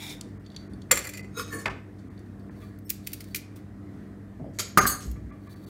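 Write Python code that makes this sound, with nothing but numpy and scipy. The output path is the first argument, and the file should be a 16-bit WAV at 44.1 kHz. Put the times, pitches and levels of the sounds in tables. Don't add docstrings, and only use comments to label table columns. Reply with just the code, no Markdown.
import sys
import numpy as np
from scipy import signal
from scipy.fft import rfft, irfft
from scipy.io import wavfile
from scipy.ndimage import uniform_filter1d, map_coordinates

SR = 44100
rng = np.random.default_rng(int(sys.argv[2]) if len(sys.argv) > 2 else 0)


def store_pcm(level_fs):
    pcm = np.round(np.clip(level_fs, -1, 1) * 32767).astype(np.int16)
    wavfile.write(sys.argv[1], SR, np.atleast_2d(pcm).T)


def invert_db(x):
    u = np.asarray(x, float) / 20
    return 10 ** u


N = 250914
SPAN = int(0.4 * SR)


def unit(x):
    return x / np.sqrt(np.mean(x ** 2) + 1e-20)


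def along(points, hz):
    f, v = np.transpose(points)
    return np.interp(np.log(hz + 1), np.log(f + 1), v)


def wobble(rate, count=N, order=3):
    knots = rng.standard_normal(int(count * rate / SR) + 4)
    return map_coordinates(knots, [np.arange(count) * rate / SR], order=order)


def coloured(x, db_of):
    size = 2048
    gain = invert_db(db_of(np.fft.rfftfreq(size, 1 / SR)))
    cepstrum = irfft(np.log(gain + 1e-6), size)
    cepstrum[1:size // 2] *= 2
    cepstrum[size // 2 + 1:] = 0
    return signal.fftconvolve(x, irfft(np.exp(rfft(cepstrum)), size))[:len(x)]


# (frequency [Hz], t60 [s])
ROOM_DECAY = [(150, 0.638), (1500, 0.49), (6000, 0.41), (15000, 0.15)]


def echoes(count):
    hz, t, z = signal.stft(rng.standard_normal(count + 256), SR, nperseg=256)
    z = z * invert_db(-60 * t / along(ROOM_DECAY, hz)[:, None])
    tail = signal.istft(z, SR, nperseg=256)[1][:count]
    tail = tail * (1 - np.exp(-np.arange(count) / SR / 0.00053))
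    return tail / np.linalg.norm(tail)


def bell(modes, drift, push):
    t = np.arange(SPAN) / SR
    hz, level, t60 = np.transpose(modes)[..., None]
    slip = drift * np.array([wobble(100, count=SPAN, order=1) for _ in modes])
    strength = invert_db(level + rng.normal(0, 1.8, level.shape)) / push(hz)
    decay = invert_db(-60 * t / np.clip(t60, 0.005, 0.8))
    onset = (1 - np.exp(-hz * t)) ** 2
    return np.sum(strength * decay * onset * np.sin(2 * np.pi * hz * t + slip), axis=0)


def struck(events, tone, modes, rise, ring_db, grit_db, room_db, drift):
    t = np.arange(SPAN) / SR
    fade = np.cos(np.pi / 2 * np.arange(SPAN) / SPAN)
    out = np.zeros(N + SR)
    tails = [echoes(SPAN) for _ in range(3)]
    for k, (s, db, fall, *tilt_db) in enumerate(events):
        attack = max(rise * fall, 1e-4)
        decay = invert_db(-60 * np.clip(t - attack, 0, 1) / max(fall, 1e-3))
        shape = np.clip(t / attack, 0, 1) * decay
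        grit = invert_db(grit_db * wobble(900, count=SPAN, order=1))
        burst = shape * grit * rng.standard_normal(SPAN)
        direct = coloured(burst, lambda f: along(tone, f) + sum(tilt_db) * np.log2((f + 100) / 4000))
        held = uniform_filter1d(np.abs(rfft(burst)), size=9)
        body = bell(modes, drift, lambda hz: held[(hz * SPAN / SR).astype(int)])
        ring = signal.fftconvolve(burst, body)[:SPAN]
        sound = direct / np.abs(direct).max() + invert_db(ring_db) * ring / np.abs(ring).max()
        sound = sound + invert_db(room_db) * signal.fftconvolve(sound, tails[k % len(tails)])[:SPAN]
        out[round(s * SR):][:SPAN] += invert_db(db) * sound * fade
    return out[:N]


def rub(swells, tone, modes, ring_db, grit_db, room_db):
    first = max(round(swells[0][0] * SR) - SPAN, 0)
    t = np.arange(first, round(swells[-1][0] * SR) + 2 * SPAN) / SR
    grit = invert_db(grit_db * wobble(600, count=len(t)) + 1.7 * wobble(60, count=len(t)))
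    grains = grit * rng.standard_normal(len(t))
    direct = unit(coloured(grains, lambda f: along(tone, f)))
    body = bell(modes, drift=1.0, push=np.ones_like)
    ring = unit(signal.fftconvolve(grains, body)[:len(t)])
    level = 0
    for s, db, rise, fall in swells:
        level = level + invert_db(db - 20 * np.where(t < s, (s - t) / rise, (t - s) / fall))
    x = level * unit(direct + invert_db(ring_db) * ring)
    x = x + invert_db(room_db) * signal.fftconvolve(x, echoes(SPAN))[:len(t)]
    return np.pad(x, (first, N))[:N]


# (frequency [Hz], width [Hz], level [dB], unsteadiness [ratio])
FRIDGE_HUM = [
    (58.3, 15, -57, 0.39),
    (100.6, 5.4, -46.5, 0.095),
    (146.2, 14, -59, 0.35),
    (198, 7.6, -48.5, 0.41),
    (298.4, 7, -52, 0.25),
    (8440, 97, -86.5, 0.68),
]
# (frequency [Hz], level [dB per Hz])
AIR_TONE = [(15, -44), (25, -17.5), (95, -5), (150, -8), (296, -7.5), (483, -18.5), (538, -24),
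            (651, -21.5), (878, -30.5), (1180, -29), (1550, -31), (1880, -29.5), (2670, -43), (14000, -55),
            (16500, -67)]


def fridge():
    t = np.arange(N) / SR
    lines = 0
    for hz, width, db, depth in FRIDGE_HUM:
        sway = 1 + depth * (wobble(width) + 1j * wobble(width))
        lines = lines + invert_db(db) * np.real(sway * np.exp(2j * np.pi * hz * t))
    z = signal.stft(rng.standard_normal(N), nperseg=512)[2]
    patches = uniform_filter1d(rng.standard_normal(z.shape), size=3, axis=0)
    patches = uniform_filter1d(patches, size=12, axis=1)
    mottled = signal.istft(z * invert_db(1.5 * unit(patches)), nperseg=512)[1][:N]
    air = unit(coloured(mottled, lambda f: along(AIR_TONE, f)))
    return lines + invert_db(-46 + 0.4 * wobble(2.636) + 1.1 * wobble(7)) * air



# (time [s], level [dB], rise [s], fall [s])
BRUSH_SWELLS = [
    (2.628, -60, 0.13, 0.13),
    (3.05, -57, 0.049, 0.18),
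    (3.19, -61.5, .1, .15),
    (3.31, -63, .1, .1),
    (5.528, -56, 0.11, 0.093),
    (5.638, -64.5, 0.031, 0.044),
    (5.688, -54, 0.065, .04),
]
# (frequency [Hz], level [dB per Hz])
BRUSH_TONE = [(1470, -20), (2500, -18), (3830, -3), (4310, -9), (7190, -11), (13200, -10), (16000, -8)]
# (frequency [Hz], level [dB], t60 [s])
BLADE_MODES = [(3600, -3.5, 0.06), (4534, 8.5, 0.035), (4800, -11, 0.028), (5303, -10.5, 0.013),
               (6490, -14.5, 0.032), (7190, -13, 0.025), (9450, -13, 0.018), (11390, -19, 0.019)]
# (time [s], level [dB], t60 [s], tilt [dB per octave])
THUD_BLOWS = [
    (.913, -32.5, 0.021, -1),
    (1.657, -30, 0.039, 2),
    (1.375, -51, 0.092, -8),
    (1.53, -34, 0.12, 1.5),
    (4.13, -44, 0.017, -4),
    (4.41, -33, .05, -3.5),
    (4.592, -42, 0.038, -1),
    (4.775, -18.5, 0.057, -1),
]
# (frequency [Hz], level [dB per Hz])
BOARD_TONE = [(30, -26.5), (70, -3.5), (200, 1.5), (500, -6.5), (900, -24.5), (2000, -59.5)]
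# (frequency [Hz], level [dB], t60 [s])
BOARD_MODES = [(64.4, 5.5, 0.2), (150.5, -12, .12), (269.8, -18, 0.08), (351, -21, 0.08)]
# (time [s], level [dB], t60 [s])
TAP_BLOWS = [
    (5.155, -50.5, 0.041),
    (5.30, -50, 0.077),
    (5.325, -60, 0.06),
    (5.46, -51.5, 0.076),
    (5.53, -55, 0.063),
    (5.64, -61, 0.023),
    (2.61, -48.5, 0.069),
]
# (frequency [Hz], level [dB per Hz])
HANDLE_TONE = [(200, -27.5), (520, -8), (800, -12), (1200, -5), (2100, 0), (2800, -12.5), (5000, -33)]
# (frequency [Hz], level [dB], t60 [s])
TAP_MODES = [(644, 0, 0.063), (1168, 2.5, 0.066), (1720, -11, 0.17), (2020, -27, 0.11), (2360, -16.5, 0.21),
             (3303, -15, 0.043), (4050, -21, 0.079)]
# (time [s], level [dB], t60 [s], tilt [dB per octave])
PALM_BLOWS = [
    (4.395, -34.5, .04, 3),
    (4.412, -37, 0.034, -3),
    (4.441, -33, 0.038, 1),
    (4.461, -35, 0.054, -10),
    (4.487, -38, 0.042, -6.5),
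]
# (frequency [Hz], level [dB per Hz])
PALM_TONE = [(90, -17.5), (220, 1), (450, -1.5), (720, -7.5), (1000, -29), (1600, -36), (4000, -86)]
# (frequency [Hz], level [dB], t60 [s])
PALM_MODES = [(256, 2, .06), (315, -3, 0.066), (618, 0.5, 0.049), (706, -11, 0.035)]
# (time [s], level [dB], t60 [s])
ROCK_BLOWS = [
    (.914, -39.5, .02),
    (4.783, -38.5, 0.055),
    (5.053, -29.5, 0.016),
    (5.17, -38, 0.035),
    (5.22, -45, 0.019),
]
# (frequency [Hz], level [dB per Hz])
ROCK_TONE = [(30, -30), (65, 0), (200, -6), (450, -20), (900, -45), (2000, -100)]


def hands():
    brushing = rub(BRUSH_SWELLS, BRUSH_TONE, BLADE_MODES, ring_db=-7, grit_db=-0.5, room_db=-7.5)
    thuds = struck(THUD_BLOWS, BOARD_TONE, BOARD_MODES,
                   rise=0.0599, ring_db=-18.5, grit_db=-2.0, room_db=0.5, drift=0.3)
    taps = struck(TAP_BLOWS, HANDLE_TONE, TAP_MODES,
                  rise=0.24, ring_db=3.5, grit_db=1.5, room_db=-7.5, drift=0.18)
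    palm = struck(PALM_BLOWS, PALM_TONE, PALM_MODES,
                  rise=0.043, ring_db=-5.0, grit_db=1.0, room_db=-6.5, drift=0.92)
    rocking = struck(ROCK_BLOWS, ROCK_TONE, BOARD_MODES,
                     rise=0.21, ring_db=0.5, grit_db=5.5, room_db=-5.0, drift=0.43)
    return brushing + thuds + taps + palm + rocking


# (time [s], level [dB], rise [s], fall [s])
STROKE_SWELLS = [
    (.03, -44.5, .2, .1),
    (.108, -38, 0.11, 0.058),
]
# (frequency [Hz], level [dB per Hz])
STROKE_TONE = [(290, -55), (500, -18), (562, -17), (795, -4), (1320, -17), (2260, -1.5), (3060, -13),
               (3440, 2), (4400, -9.5), (12700, -15), (16000, -18)]
# (frequency [Hz], level [dB], t60 [s])
STROKE_MODES = [(2230, -12, 0.05), (2380, 3, 0.055), (3410, 3, 0.069), (3590, -2, 0.067), (3720, -5, 0.062),
                (3910, -2, .07), (5370, -2, .08), (5700, -7, 0.056), (6950, -10, .06)]
# (time [s], level [dB], t60 [s])
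SNIP_BLOWS = [
    (.09, -32.5, 0.11),
    (.2105, -25, 0.016),
]
# (frequency [Hz], level [dB per Hz])
BLADE_TONE = [(1200, -41), (2200, -22.5), (3500, -3), (4400, -2), (6600, -4.5), (10000, -11.5),
              (16000, -26)]
# (time [s], level [dB], t60 [s], tilt [dB per octave])
TICK_BLOWS = [(.44, -56, 0.08, -12), (.461, -43.5, 0.027, -7), (.50, -48.5, 0.024, -5),
              (.514, -51, 0.073, -8), (.542, -44, 0.056, -11.5), (.5626, -29.5, 0.015, -5.5),
              (.7332, -42, 0.015, -19.5), (.8155, -44, 0.033, -4.5), (1.98, -57.5, 0.14, 1),
              (2.176, -49.5, 0.017, -10), (2.19, -54, 0.038, 9), (2.255, -62, .066, 1.5),
              (2.3945, -54.5, 0.021, 17.5), (2.405, -68.5, .028, 0), (3.589, -57, 0.016, -3.5)]
# (time [s], level [dB], rise [s], fall [s])
RATTLE_SWELLS = [
    (1.0, -48, .06, .12),
    (1.1, -54, .08, .1),
    (1.18, -54, .05, .05),
]
# (frequency [Hz], level [dB per Hz])
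PEELER_TONE = [(200, -40), (540, -13), (900, -19.5), (2100, -3), (3200, -11), (5000, -13.5), (7400, -9),
               (12700, -15), (16000, -23)]
# (frequency [Hz], level [dB], t60 [s])
PEELER_MODES = [(550, -5, 0.049), (2005, -7.5, 0.053), (2435, -5, 0.03), (3470, -18.5, 0.047),
                (4460, -6, 0.035), (5700, -8, 0.035), (7300, -3, 0.048), (7340, -3, 0.04),
                (8750, -14, 0.0401), (10900, -11, 0.028), (11270, -13.5, 0.02), (12500, -11.5, 0.029),
                (13100, -13, 0.03), (15130, -13, 0.028)]
# (time [s], level [dB], t60 [s])
GRIP_BLOWS = [
    (.8904, -50.5, 0.059),
    (.9098, -12.5, 0.016),
    (.9215, -15, 0.018),
    (.93, -33, 0.088),
    (.968, -25.5, 0.063),
    (1.043, -37, 0.072),
    (1.075, -38, 0.022),
]
# (frequency [Hz], level [dB], t60 [s])
GRIP_MODES = [(532, -3, 0.0398), (944, -17.5, .05), (1208, -0.5, 0.04), (1462, -6, 0.036), (1723, -7, .06),
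              (2083, -0.5, 0.045), (2400, -4.5, 0.075), (2510, -9, 0.042), (3300, -13.5, 0.057)]
# (time [s], level [dB], t60 [s], tilt [dB per octave])
SETTLE_BLOWS = [
    (.972, -32, .012, 4),
    (1.0421, -42, .02),
    (1.058, -41, .02),
    (1.0705, -40, .02),
    (1.1339, -42, .015),
    (1.1453, -39, .012, -6),
    (1.1718, -43, .02),
    (1.1922, -38, .02, -6),
    (1.212, -52, .03),
    (1.2441, -47, .02),
]
# (frequency [Hz], level [dB], t60 [s])
SETTLE_MODES = [(2035, 0.5, 0.049), (2470, -5, .04), (4430, -16, 0.054), (4620, -8, .05),
                (7220, -23, 0.035)]
# (time [s], level [dB], t60 [s], tilt [dB per octave])
CLATTER_BLOWS = [(.9108, -9, 0.03, 3), (.9122, -5, .03, 4), (.9148, -6, .025, 4), (.922, -12, 0.03, -1),
                 (.932, -22, .12, 3), (.952, -25, .09, 5), (.9717, -18, 0.035, 1), (.977, -27, .06, 4),
                 (.989, -25, 0.04, 2), (1.041, -29, .035, 1), (1.049, -30, 0.045, 0),
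                 (1.0704, -28, 0.035, 3), (1.0894, -27, 0.045, 4), (1.1333, -30, 0.05, 0),
                 (1.153, -37, .03, 0), (1.1717, -31, 0.05, 2), (1.192, -44, .04, 0), (1.2435, -49, .03, -2)]


def peeler():
    stroke = rub(STROKE_SWELLS, STROKE_TONE, STROKE_MODES, ring_db=-6, grit_db=1.5, room_db=-12.0)
    snip = struck(SNIP_BLOWS, BLADE_TONE, BLADE_MODES,
                  rise=0.078, ring_db=-21, grit_db=4.5, room_db=-14.0, drift=0.63)
    ticks = struck(TICK_BLOWS, BLADE_TONE, BLADE_MODES,
                   rise=0.086, ring_db=-4.5, grit_db=3.5, room_db=-11.0, drift=1.0)
    rattle = rub(RATTLE_SWELLS, PEELER_TONE, PEELER_MODES, ring_db=-9.0, grit_db=3.0, room_db=-6.5)
    grip = struck(GRIP_BLOWS, HANDLE_TONE, GRIP_MODES,
                  rise=0.0835, ring_db=-1.5, grit_db=3, room_db=-10.5, drift=0.89)
    settle = struck(SETTLE_BLOWS, HANDLE_TONE, SETTLE_MODES,
                    rise=0.043, ring_db=5, grit_db=2, room_db=-11, drift=0.43)
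    clatter = struck(CLATTER_BLOWS, PEELER_TONE, PEELER_MODES,
                     rise=0.034, ring_db=-4.5, grit_db=6.0, room_db=-11.0, drift=1.72)
    return stroke + snip + ticks + rattle + grip + settle + clatter


# (time [s], level [dB], rise [s], fall [s])
DRAW_SWELLS = [
    (1.383, -30.5, 0.029, 0.066),
    (1.49, -55, 0.075, 0.087),
]
# (frequency [Hz], level [dB per Hz])
KNIFE_TONE = [(350, -37), (600, -23), (1200, 5.5), (2500, -3), (4000, -8.5), (7000, -4), (10000, -11),
              (16000, -18)]
# (frequency [Hz], level [dB], t60 [s])
DRAW_MODES = [(477, 1.5, 0.11), (1090, -3, 0.2), (1402, 4, 0.12), (2320, -9, 0.067), (3820, 4.5, 0.066),
              (4590, -5, 0.06), (5200, -3, 0.06), (6490, -1.5, 0.15), (6740, -9, 0.071), (8350, -10, 0.08),
              (2570, -3, .06), (9360, -3.5, 0.052), (12500, -4, 0.08), (14900, -5, 0.044)]
# (time [s], level [dB], rise [s], fall [s])
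LIFT_SWELLS = [
    (1.532, -34, 0.03, 0.073),
    (1.597, -43, 0.022, 0.041),
]
# (frequency [Hz], level [dB], t60 [s])
LIFT_MODES = [(478, -2, 0.055), (1102, -4.5, 0.15), (1800, 2, 0.092), (2200, -5.5, .04), (4410, -11, 0.1),
              (4560, -13, 0.054), (6430, -9.5, .1), (7000, -8, 0.061), (8053, -15, .1), (9400, -5, .07),
              (11900, -10, .07), (12400, -19, .07), (13510, -15, .07), (14900, -16, .05)]
# (time [s], level [dB], t60 [s], tilt [dB per octave])
TOUCH_BLOWS = [
    (4.532, -50, 0.28),
    (4.5865, -19, 0.045),
    (4.592, -16, 0.058),
    (4.598, -22.5, 0.068),
    (5, -36, 0.3, 0.5),
]
# (frequency [Hz], level [dB per Hz])
TOUCH_TONE = [(250, -13), (450, 3.5), (800, -15), (1300, -5.5), (2300, -6), (4500, -5), (6600, -0.5),
              (16000, -17)]
# (frequency [Hz], level [dB], t60 [s])
TOUCH_MODES = [(432, -7.5, 0.042), (1430, -15, 0.03), (2270, -8, 0.07), (4700, 1.5, 0.044),
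               (5640, -6, 0.071), (6800, -2.5, 0.19), (7700, -8, .15), (9000, -17.5, .06),
               (12700, -8.5, 0.26)]
# (time [s], level [dB], t60 [s], tilt [dB per octave])
LAND_BLOWS = [
    (4.7725, -8.5, 0.053),
    (4.81, -26.5, 0.3, -2),
]
# (frequency [Hz], level [dB per Hz])
CRISP_TONE = [(500, -50), (1000, -26), (1500, -12), (2200, -2), (3200, -6), (5500, -4), (7000, -7),
              (10500, -4), (14500, -2), (16000, -5)]
# (frequency [Hz], level [dB], t60 [s])
LAND_MODES = [(4400, -6, .03), (4816, 0, .12), (6410, -9, .6), (6778, -8, .12), (9685, -16, .1),
              (11640, -12, .04), (12400, -14, .04), (15000, -14, .06)]
# (time [s], level [dB], t60 [s])
DROP_BLOWS = [
    (4.865, -15, 0.04),
    (4.871, -14, 0.045),
    (4.885, -24, 0.05),
    (4.896, -20, 0.05),
    (4.915, -29, 0.09),
    (4.935, -42, 0.15),
]
# (frequency [Hz], level [dB per Hz])
DROP_TONE = [(1500, -37), (3000, -7.5), (4600, -13), (6500, -10), (8500, -5), (11200, -11), (14500, 7),
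             (16000, -5)]
# (frequency [Hz], level [dB], t60 [s])
DROP_MODES = [(4270, -22.5, 0.46), (4470, -16, 0.29), (4780, -7, .05), (6460, -9, 0.38), (6718, -10, 0.15),
              (7030, -9, 0.13), (8045, -4, 0.17), (9060, -13.5, 0.38), (9690, -6, .17), (11220, -11, 0.14),
              (11500, -2.5, 0.11), (12270, -17, .1), (13510, -12, 0.2), (13860, -7.5, .1)]
# (time [s], level [dB], t60 [s])
KNOCK_BLOWS = [
    (1.6555, -11.5, 0.042),
    (1.675, -23, 0.073),
    (1.70, -35.5, 0.097),
    (2.494, -41.5, 0.033),
]
# (frequency [Hz], level [dB per Hz])
COUNTER_TONE = [(120, -23), (300, -5.5), (800, -2), (1250, 3.5), (1800, -6), (2600, -5), (3500, -16),
                (6500, -24.5), (14000, -43)]
# (frequency [Hz], level [dB], t60 [s])
COUNTER_MODES = [(754, -18, 0.019), (1204, -10, 0.05), (1470, -11, 0.061), (1530, -14, 0.12),
                 (1762, 3, 0.15), (2016, 5, 0.027), (2430, -28, 0.064)]
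# (time [s], level [dB], t60 [s])
SLAM_BLOWS = [
    (4.7735, -2, 0.015),
    (4.787, -10.5, 0.018),
    (4.799, -15.5, 0.032),
    (4.81, -37, 0.027),
    (4.83, -27, 0.05),
    (4.844, -28, 0.027),
    (4.853, -14, 0.028),
    (4.9, -38, 0.039),
]
# (frequency [Hz], level [dB per Hz])
SLAM_TONE = [(120, -17.5), (180, -10.5), (500, -16), (900, -19.5), (1250, -2.5), (1900, -5.5), (2500, -30),
             (8800, -78)]
# (frequency [Hz], level [dB], t60 [s])
SLAM_MODES = [(588, -8, 0.045), (760, -11.5, 0.072), (1100, -8, 0.03), (1213, 3, 0.053),
              (1374, -2.5, 0.039), (1480, -7, 0.04), (1566, -2.5, 0.039), (1773, -3, 0.03),
              (1957, -12, 0.048), (2205, -17.5, .04)]
# (time [s], level [dB], t60 [s], tilt [dB per octave])
CLINK_BLOWS = [
    (1.48, -33, -0.04, -1),
    (1.386, -31, 0.064),
    (1.5285, -41, .04),
    (1.595, -38.5, 0.07),
]


def knives():
    drawn = rub(DRAW_SWELLS, KNIFE_TONE, DRAW_MODES, ring_db=11, grit_db=4.5, room_db=-11.0)
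    lifted = rub(LIFT_SWELLS, KNIFE_TONE, LIFT_MODES, ring_db=13.5, grit_db=3.5, room_db=-9.5)
    touched = struck(TOUCH_BLOWS, TOUCH_TONE, TOUCH_MODES,
                     rise=0.032, ring_db=-8.0, grit_db=3.5, room_db=-6, drift=0.85)
    landed = struck(LAND_BLOWS, CRISP_TONE, LAND_MODES,
                    rise=0.065, ring_db=-9.5, grit_db=3.5, room_db=-5.0, drift=1.0)
    dropped = struck(DROP_BLOWS, DROP_TONE, DROP_MODES,
                     rise=0.037, ring_db=-1.5, grit_db=2.0, room_db=-8.0, drift=0.51)
    knocked = struck(KNOCK_BLOWS, COUNTER_TONE, COUNTER_MODES,
                     rise=0.092, ring_db=-14.0, grit_db=-1, room_db=-11.0, drift=2.1)
    slammed = struck(SLAM_BLOWS, SLAM_TONE, SLAM_MODES,
                     rise=0.044, ring_db=-4.5, grit_db=2.5, room_db=-8, drift=1.0)
    caught = struck(CLINK_BLOWS, TOUCH_TONE, DRAW_MODES,
                    rise=0.05, ring_db=-15, grit_db=3, room_db=2.5, drift=1.2)
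    return drawn + lifted + caught + touched + landed + dropped + knocked + slammed


# (frequency [Hz], centre time [s], half length [s], level [dB])
HIGH_TONES = [
    (5420, 2.867, 0.0099, -60),
    (8500, 2.862, .012, -61),
    (14100, 2.861, 0.013, -56),
]
# (time [s], level [dB], t60 [s], tilt [dB per octave])
CRACK_BLOWS = [(2.7871, -44, 0.014, 2.5), (2.8695, -44, 0.0054, 8), (2.8775, -45, .005, 4),
               (2.8825, -42, 0.006, 3), (2.8865, -47, .008, -3), (2.8938, -26, 0.0068, 0),
               (2.8972, -16, 0.0098, 7), (2.9, -14.5, 0.014, 7), (2.9018, -7, 0.011, 1.5),
               (2.9043, -26, 0.014, -4), (2.906, -26.5, .03, -0.5), (3.064, -39, 0.039, -3),
               (3.0705, -17, 0.024, -0.5), (3.119, -37, .013, 0), (3.1305, -19, 0.036, 1.5),
               (3.203, -30.5, 0.051, -1.5), (3.24, -38, .025, -1), (3.2864, -45, 0.0067, 0),
               (3.3455, -15.5, 0.03, -2.5), (3.353, -20.5, 0.079, 1), (3.555, -42.5, 0.095, -1),
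               (5.0944, -49, 0.0045, 12), (5.1118, -35.5, 0.025, 2)]
# (frequency [Hz], level [dB], t60 [s])
FLESH_MODES = [(11900, -0.76, 0.009), (13800, -1.2, 0.022)]


def carrot():
    t = np.arange(N) / SR
    flicker = 0
    for hz, s, half, db in HIGH_TONES:
        flicker = flicker + invert_db(db) * np.exp(-((t - s) / half) ** 2) * np.sin(2 * np.pi * hz * t)
    cracks = struck(CRACK_BLOWS, CRISP_TONE, FLESH_MODES,
                    rise=0.099, ring_db=-20, grit_db=2.5, room_db=-12.0, drift=0.35)
    return flicker + cracks


def scene():
    return (fridge() + hands() + peeler() + knives() + carrot())[None]


THIN_TIMES = [.389, 0.689, 1.221, 1.691, 2.095, 2.5, 2.861, 4.803, 5.316, 5.486, 5.552, 5.658]


def thin_treble(x):
    hz, t, z = signal.stft(x, SR, nperseg=256, noverlap=192)
    dips = sum(1.63 * np.exp(-((t - s) / 0.0044) ** 2) for s in THIN_TIMES)
    depth = np.clip(dips, 0, 1)
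    nearby = uniform_filter1d(np.abs(z), size=15, axis=0)
    weak = (hz[:, None] > 2500) & (np.abs(z) < 2.5 * nearby)
    return signal.istft(z * invert_db(-22 * depth * weak), SR, nperseg=256, noverlap=192)[1][:N]


# (frequency [Hz], gain [dB])
MICROPHONE_TONE = [(20, -28), (45, -3.5), (70, 0.5), (15750, -1), (16000, -16.5), (16600, -22.5),
                   (16900, -91.5)]


def low_pass(x):
    return signal.sosfilt(signal.butter(12, 16790, fs=SR, output="sos"), x)


def record(dry):
    hissing = dry[0] + invert_db(-80.0) * rng.standard_normal(N)
    clipped = hissing / (1 + np.abs(hissing / 0.97) ** 8) ** (1 / 8)
    trimmed = coloured(clipped, lambda f: along(MICROPHONE_TONE, f))
    return low_pass(thin_treble(trimmed)[None])


dry = scene()
out = record(dry)
store_pcm(out)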